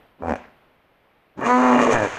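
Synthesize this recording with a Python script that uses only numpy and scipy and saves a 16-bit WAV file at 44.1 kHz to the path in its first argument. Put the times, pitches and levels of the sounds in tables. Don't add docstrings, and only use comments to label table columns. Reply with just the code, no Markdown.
import sys
import numpy as np
from scipy import signal
from scipy.fft import rfft, irfft
from scipy.io import wavfile
from scipy.ndimage import uniform_filter1d

SR = 44100
rng = np.random.default_rng(int(sys.argv[2]) if len(sys.argv) > 2 else 0)


def file_out(sig):
    cols = np.atleast_2d(sig).T
    lim = np.clip(cols, -1, 1)
    pcm = np.round(lim * 32767).astype(np.int16)
    wavfile.write(sys.argv[1], SR, pcm)


N = 96182
T = np.arange(N) / SR

# f/Hz, width/Hz, gain when hoarse/dB, gain in slow pulses/dB
ROAR_THROAT = [(122, 64, -17, 6), (285.7, 58, -4.5, 10.5), (405, 250, -1.5, -1), (583, 120, -2.5, 0.5),
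               (869, 98, 0.5, 8), (1076, 193, 2, 3), (1727, 298, -7, 7), (2380, 102, -8, 3.5),
               (2808, 60, -7, -4.5)]
# t/s, gain/dB
OPENING = [(0.235, -9), (0.29, -1), (0.335, 0), (0.357, 6), (1.38, -9), (1.42, 0)]


def roar():
    # t/s, depth/0-1
    flutter_curve = [(1.47, 0.26), (1.505, 0.04), (1.56, 0.02), (1.595, 0.25), (1.75, 0.32)]
    flutter_hz, wander, top_hz = 112, .055, 2750
    depth, = in_time(flutter_curve)
    flutter = phase_of(flutter_hz * (1 + wander * drift(27.66)))
    tone = clear_tone(flutter, depth)
    throb = 1 + 1.8 * depth * np.cos(flutter)
    return tone + low_pass(throb * hoarse_roar() + rattles(), top_hz, order=7)


def clear_tone(flutter, depth):
    # t/s, f/Hz, level of the lowest tone/dB, level of the overtones/dB
    tone_curve = [(1.41, 229.3, -59, -42), (1.47, 236.7, -23, -31.5), (1.505, 246.3, -28.5, -21),
                  (1.545, 249.2, -19.5, -23), (1.6, 251.7, -18, -25.5), (1.655, 252.6, -17, -22.5),
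                  (1.705, 247.4, -18, -22.5), (1.75, 247.3, -17, -27), (1.83, 244.5, -26, -37),
                  (1.94, 242.7, -28, -60)]
    overtone_gains = [1.5, 2, 6.5, 2.5, -5, -9, -9, -13, -25.5, -41, -30, -37, -46, -44, -32, -40, -27]
    wander, swing_rad, smear_rad = .0023, .85, .255
    hz, base_db, overtones_db = in_time(tone_curve)
    phase = phase_of(hz * (1 + wander * drift(48)))
    shaken = phase - depth * swing_rad * np.sin(flutter)
    overtones = np.zeros(N)
    for k, db in enumerate(overtone_gains, 2):
        dulling_db = 9 * depth * (k > 3)
        lag = smear_rad * k * k
        overtones += from_db(db - dulling_db) * np.cos(k * shaken - lag)
    overtones *= 1 + 1.3 * depth * np.cos(flutter)
    base = from_db(base_db) * np.sqrt(2) * np.cos(phase)
    return during(tone_curve) * (base + from_db(overtones_db) * overtones)


def hoarse_roar():
    # t/s, level/dB
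    hoarse_curve = [(1.41, -33), (1.43, -26.5), (1.475, -22.5), (1.51, -30), (1.555, -42), (1.6, -25),
                    (1.69, -24.5), (1.75, -19), (1.92, -15.5), (1.95, -20), (1.98, -32)]
    pitch_hz, jitter, flicker_db = 241.05, .2, 2.5
    rate = pitch_hz * np.exp(jitter * drift(150))
    source = fold_pulses(rate, rasp=.45, shimmer_db=7.5)
    voice = throat(source, [row[:3] for row in ROAR_THROAT]) + mouth(source)
    voice = signal.sosfilt(signal.butter(2, 130, "high", fs=SR, output="sos"), voice)
    voice /= np.sqrt(uniform_filter1d(voice ** 2, size=500) + 1e-9)
    flicker = from_db(flicker_db * np.tanh(drift(57.5)))
    return voice * gain_of(hoarse_curve) * flicker * during(hoarse_curve)


def rattles():
    # t/s, pulse rate/Hz, level/dB
    wind_up = [(1.3755, 118, -41), (1.406, 130, -33.5), (1.412, 120, -33), (1.435, 140, -23.5),
               (1.46, 240, -34)]
    # t/s, pulse rate/Hz, level/dB
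    wind_down = [(1.931, 121, -23), (1.962, 118, -17), (1.98, 111, -22), (2.01, 105, -23),
                 (2.05, 102, -22.5), (2.084, 80, -34)]
    resonances = [(hz, width, db) for hz, width, _, db in ROAR_THROAT]
    return from_db(-1.5) * sum(pulsed_call(curve, resonances, rasp=.4) for curve in (wind_up, wind_down))


def grunt():
    # t/s, pulse rate/Hz, level/dB
    grunt_curve = [(0.2228, 82, -28), (0.25, 85, -27), (0.295, 82, -21.5), (0.314, 74, -20),
                   (0.329, 62, -22.5), (0.36, 43, -31)]
    # f/Hz, width/Hz, gain/dB
    grunt_throat = [(87, 25, 14), (245, 59, 17), (517, 280, 13), (743, 53, 15), (1080, 640, -1),
                    (1666, 800, 3.5), (2330, 117, 4)]
    voice_db, snap_db = -3.5, -31.5
    rate, db = in_time(grunt_curve)
    snaps = fold_pulses(rate * during(grunt_curve), rasp=2.5) * from_db(db + snap_db) * gain_of(OPENING)
    wet_snaps = low_pass(resonate(snaps, hz=6350, width_hz=5000), 5700)
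    voice = low_pass(pulsed_call(grunt_curve, grunt_throat, rasp=.6), 2950, order=4)
    return from_db(voice_db) * voice + wet_snaps


def pulsed_call(curve, resonances, rasp):
    split_hz, soft_edge_hz = 1000, 1330
    rate, db = in_time(curve)
    source = fold_pulses(rate * during(curve), rasp) * from_db(db)
    power = sum(from_db(gain_db) ** 2 * np.pi * width / SR for _, width, gain_db in resonances)
    lower, upper = mouth(source), np.zeros(N)
    for hz, width, gain_db in resonances:
        ring = from_db(gain_db) * resonate(source, hz, width) / np.sqrt(power)
        if hz < split_hz:
            lower += ring
        else:
            upper += resonate(ring, hz, width)
    lower -= low_pass(lower, 39, order=1)
    return low_pass(lower, soft_edge_hz, order=3) + gain_of(OPENING) * upper


def fold_pulses(rate, rasp, shimmer_db=0):
    puff_s = .005
    cycle_count = np.ceil(np.cumsum(rate) / SR)
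    snaps = np.diff(cycle_count, prepend=0) * np.sqrt(SR / np.maximum(rate, 20))
    snaps *= from_db(shimmer_db * np.clip(rng.standard_normal(N), -2, 2))
    decay = np.exp(-1 / (puff_s * SR))
    puffs = signal.lfilter([np.sqrt(1 - decay * decay)], [1, -decay], snaps + 1e-18)
    return snaps + rasp * puffs * rng.standard_normal(N)


def throat(x, resonances):
    power = sum(from_db(db) ** 2 * np.pi * width / (2 * SR) for _, width, db in resonances)
    rings = sum(from_db(db) * resonate(resonate(x, hz, width), hz, width) for hz, width, db in resonances)
    return rings / np.sqrt(power)


def mouth(x):
    # t/s, f/Hz, gain/dB
    glide = [(1.78, 560, -14), (1.86, 470, 2), (1.92, 450, 3), (1.96, 640, -9), (2.01, 580, -2),
             (2.05, 520, 2), (2.08, 430, -4)]
    width_hz = 125
    hz, db = in_time(glide)
    turn = np.exp(1j * phase_of(hz))
    decay = np.exp(-np.pi * width_hz / SR)
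    ring = signal.lfilter([np.sqrt(2 * (1 - decay * decay))], [1, -decay], x / turn + 1e-18)
    return from_db(db) * np.real(turn * ring)


def throat_pushes():
    # t/s, peak level/dB, width/s
    pushes = [(0.216, -41, 0.016), (1.391, -31, 0.012)]
    rumble_hz, width_hz = 167, 350
    return bumps(pushes) * rms_one(throat(rng.standard_normal(N), [(rumble_hz, width_hz, 0)]))


def spray():
    # t/s, level/dB
    spray_curve = [(0.354, -76), (0.364, -53), (0.39, -67), (0.47, -93), (1.35, -112), (1.38, -59.5),
                   (1.42, -55.5), (1.465, -35.5), (1.52, -41), (1.79, -39.5), (1.825, -31), (1.89, -39),
                   (1.93, -26.5), (1.965, -40.5), (2.02, -41.5), (2.05, -37.5), (2.1, -43.5)]
    # f/Hz, level/dB
    spray_colour = [(2500, -2), (3500, -6.5), (5000, -15), (6500, -0.5), (8000, -14), (10000, -24),
                    (12500, -34.5), (14000, -46.5)]
    drops = coloured(clicks(per_s=5700, spread_db=4), spray_colour)
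    return (T > spray_curve[0][0]) * gain_of(spray_curve) * drops


def churn():
    # t/s, level/dB
    churn_curve = [(0.355, -44.5), (0.44, -49.5), (0.56, -69), (1.37, -70), (1.45, -40), (1.7, -34.5),
                   (2.1, -34)]
    # f/Hz, level/dB
    slosh_colour = [(80, -10), (450, -3.5), (900, 1), (2400, -3.5), (3600, -17.5), (6000, -26)]
    bubbles_per_s, bubble_db = 600, -5
    pitches = np.geomspace(400, 3200, 20)
    bubbles = np.zeros(N)
    for hz in pitches:
        pops = clicks(bubbles_per_s / len(pitches), spread_db=8.8)
        bubbles += resonate(pops, hz, width_hz=hz / 5) / np.sqrt(hz)
    bubbles = from_db(bubble_db) * low_pass(rms_one(bubbles), 2100, order=4)
    slosh = coloured(clicks(per_s=5000, spread_db=.9), slosh_colour)
    return (T > churn_curve[0][0]) * gain_of(churn_curve) * (slosh + bubbles)


def thumps():
    # t/s, peak level/dB, width/s
    hits = [(1.639, -46, 0.016), (1.964, -35, 0.024)]
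    # f/Hz, level/dB
    thump_colour = [(15, 2), (60, -29), (120, -22), (400, -71)]
    return bumps(hits) * coloured(rng.standard_normal(N), thump_colour)


def bank_tail(x):
    gap_s, fade_s, top_hz, tail_db = .01, .5, 3800, -15
    thinned = x - .11 * low_pass(x, 895, order=1)
    tail = low_pass(rng.standard_normal(N), top_hz) * from_db(-60 * T / fade_s) * (T > gap_s)
    tail /= np.sqrt(np.sum(tail ** 2) * SR / (2 * top_hz))
    return from_db(tail_db) * signal.fftconvolve(thinned, tail)[:N]


def hush():
    # t/s, level/dB
    hush_curve = [(0, -54), (0.15, -60), (0.55, -57.5), (0.8, -61.5)]
    # f/Hz, level/dB
    hush_colour = [(40, 0.5), (700, 1), (1400, -5), (2300, -8), (3200, -11.5), (7000, -38), (14000, -24)]
    return gain_of(hush_curve) * coloured(rng.standard_normal(N), hush_colour)


def from_db(db):
    return 10 ** (np.asarray(db) / 20)


def rms_one(x):
    return x / np.sqrt(np.mean(x ** 2) + 1e-20)


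def in_time(rows):
    times, *columns = np.transpose(rows)
    return [np.interp(T, times, column) for column in columns]


def gain_of(rows):
    return from_db(in_time(rows)[0])


def during(rows):
    return (T >= rows[0][0]) & (T <= rows[-1][0])


def bumps(rows):
    return sum(from_db(db) * np.exp(-.5 * ((T - s) / width) ** 2) for s, db, width in rows)


def phase_of(hz):
    return 2 * np.pi * np.cumsum(hz) / SR


def drift(hz):
    return rms_one(low_pass(rng.standard_normal(2 * N), hz)[N:])


def clicks(per_s, spread_db):
    hits = (rng.random(N) < per_s / SR) * rng.choice([-1, 1], N)
    return hits * from_db(spread_db * np.minimum(rng.exponential(1, N), 4))


def low_pass(x, hz, order=2):
    return signal.sosfilt(signal.butter(order, hz, fs=SR, output="sos"), x)


def coloured(x, points):
    hz, db = np.transpose(points)
    f = np.maximum(np.fft.rfftfreq(N, 1 / SR), 1)
    colour = from_db(np.interp(np.log(f), np.log(hz), db))
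    roll_off = np.minimum(1, hz[-1] / f) ** 4
    return rms_one(irfft(rfft(x) * roll_off * colour, N))


def resonate(x, hz, width_hz):
    decay = np.exp(-np.pi * width_hz / SR)
    feedback = [1, -2 * decay * np.cos(2 * np.pi * hz / SR), decay * decay]
    return signal.lfilter(np.array([1, 0, -1]) * (1 - decay * decay) / 2, feedback, x + 1e-18)


def scene():
    near = roar() + throat_pushes() + grunt() + spray() + churn() + thumps()
    return (near + bank_tail(near) + hush())[None]


def record(dry):
    cutoff_hz = 15600
    return signal.sosfilt(signal.cheby2(12, 70, cutoff_hz, fs=SR, output="sos"), dry)


dry = scene()
out = record(dry)
file_out(out)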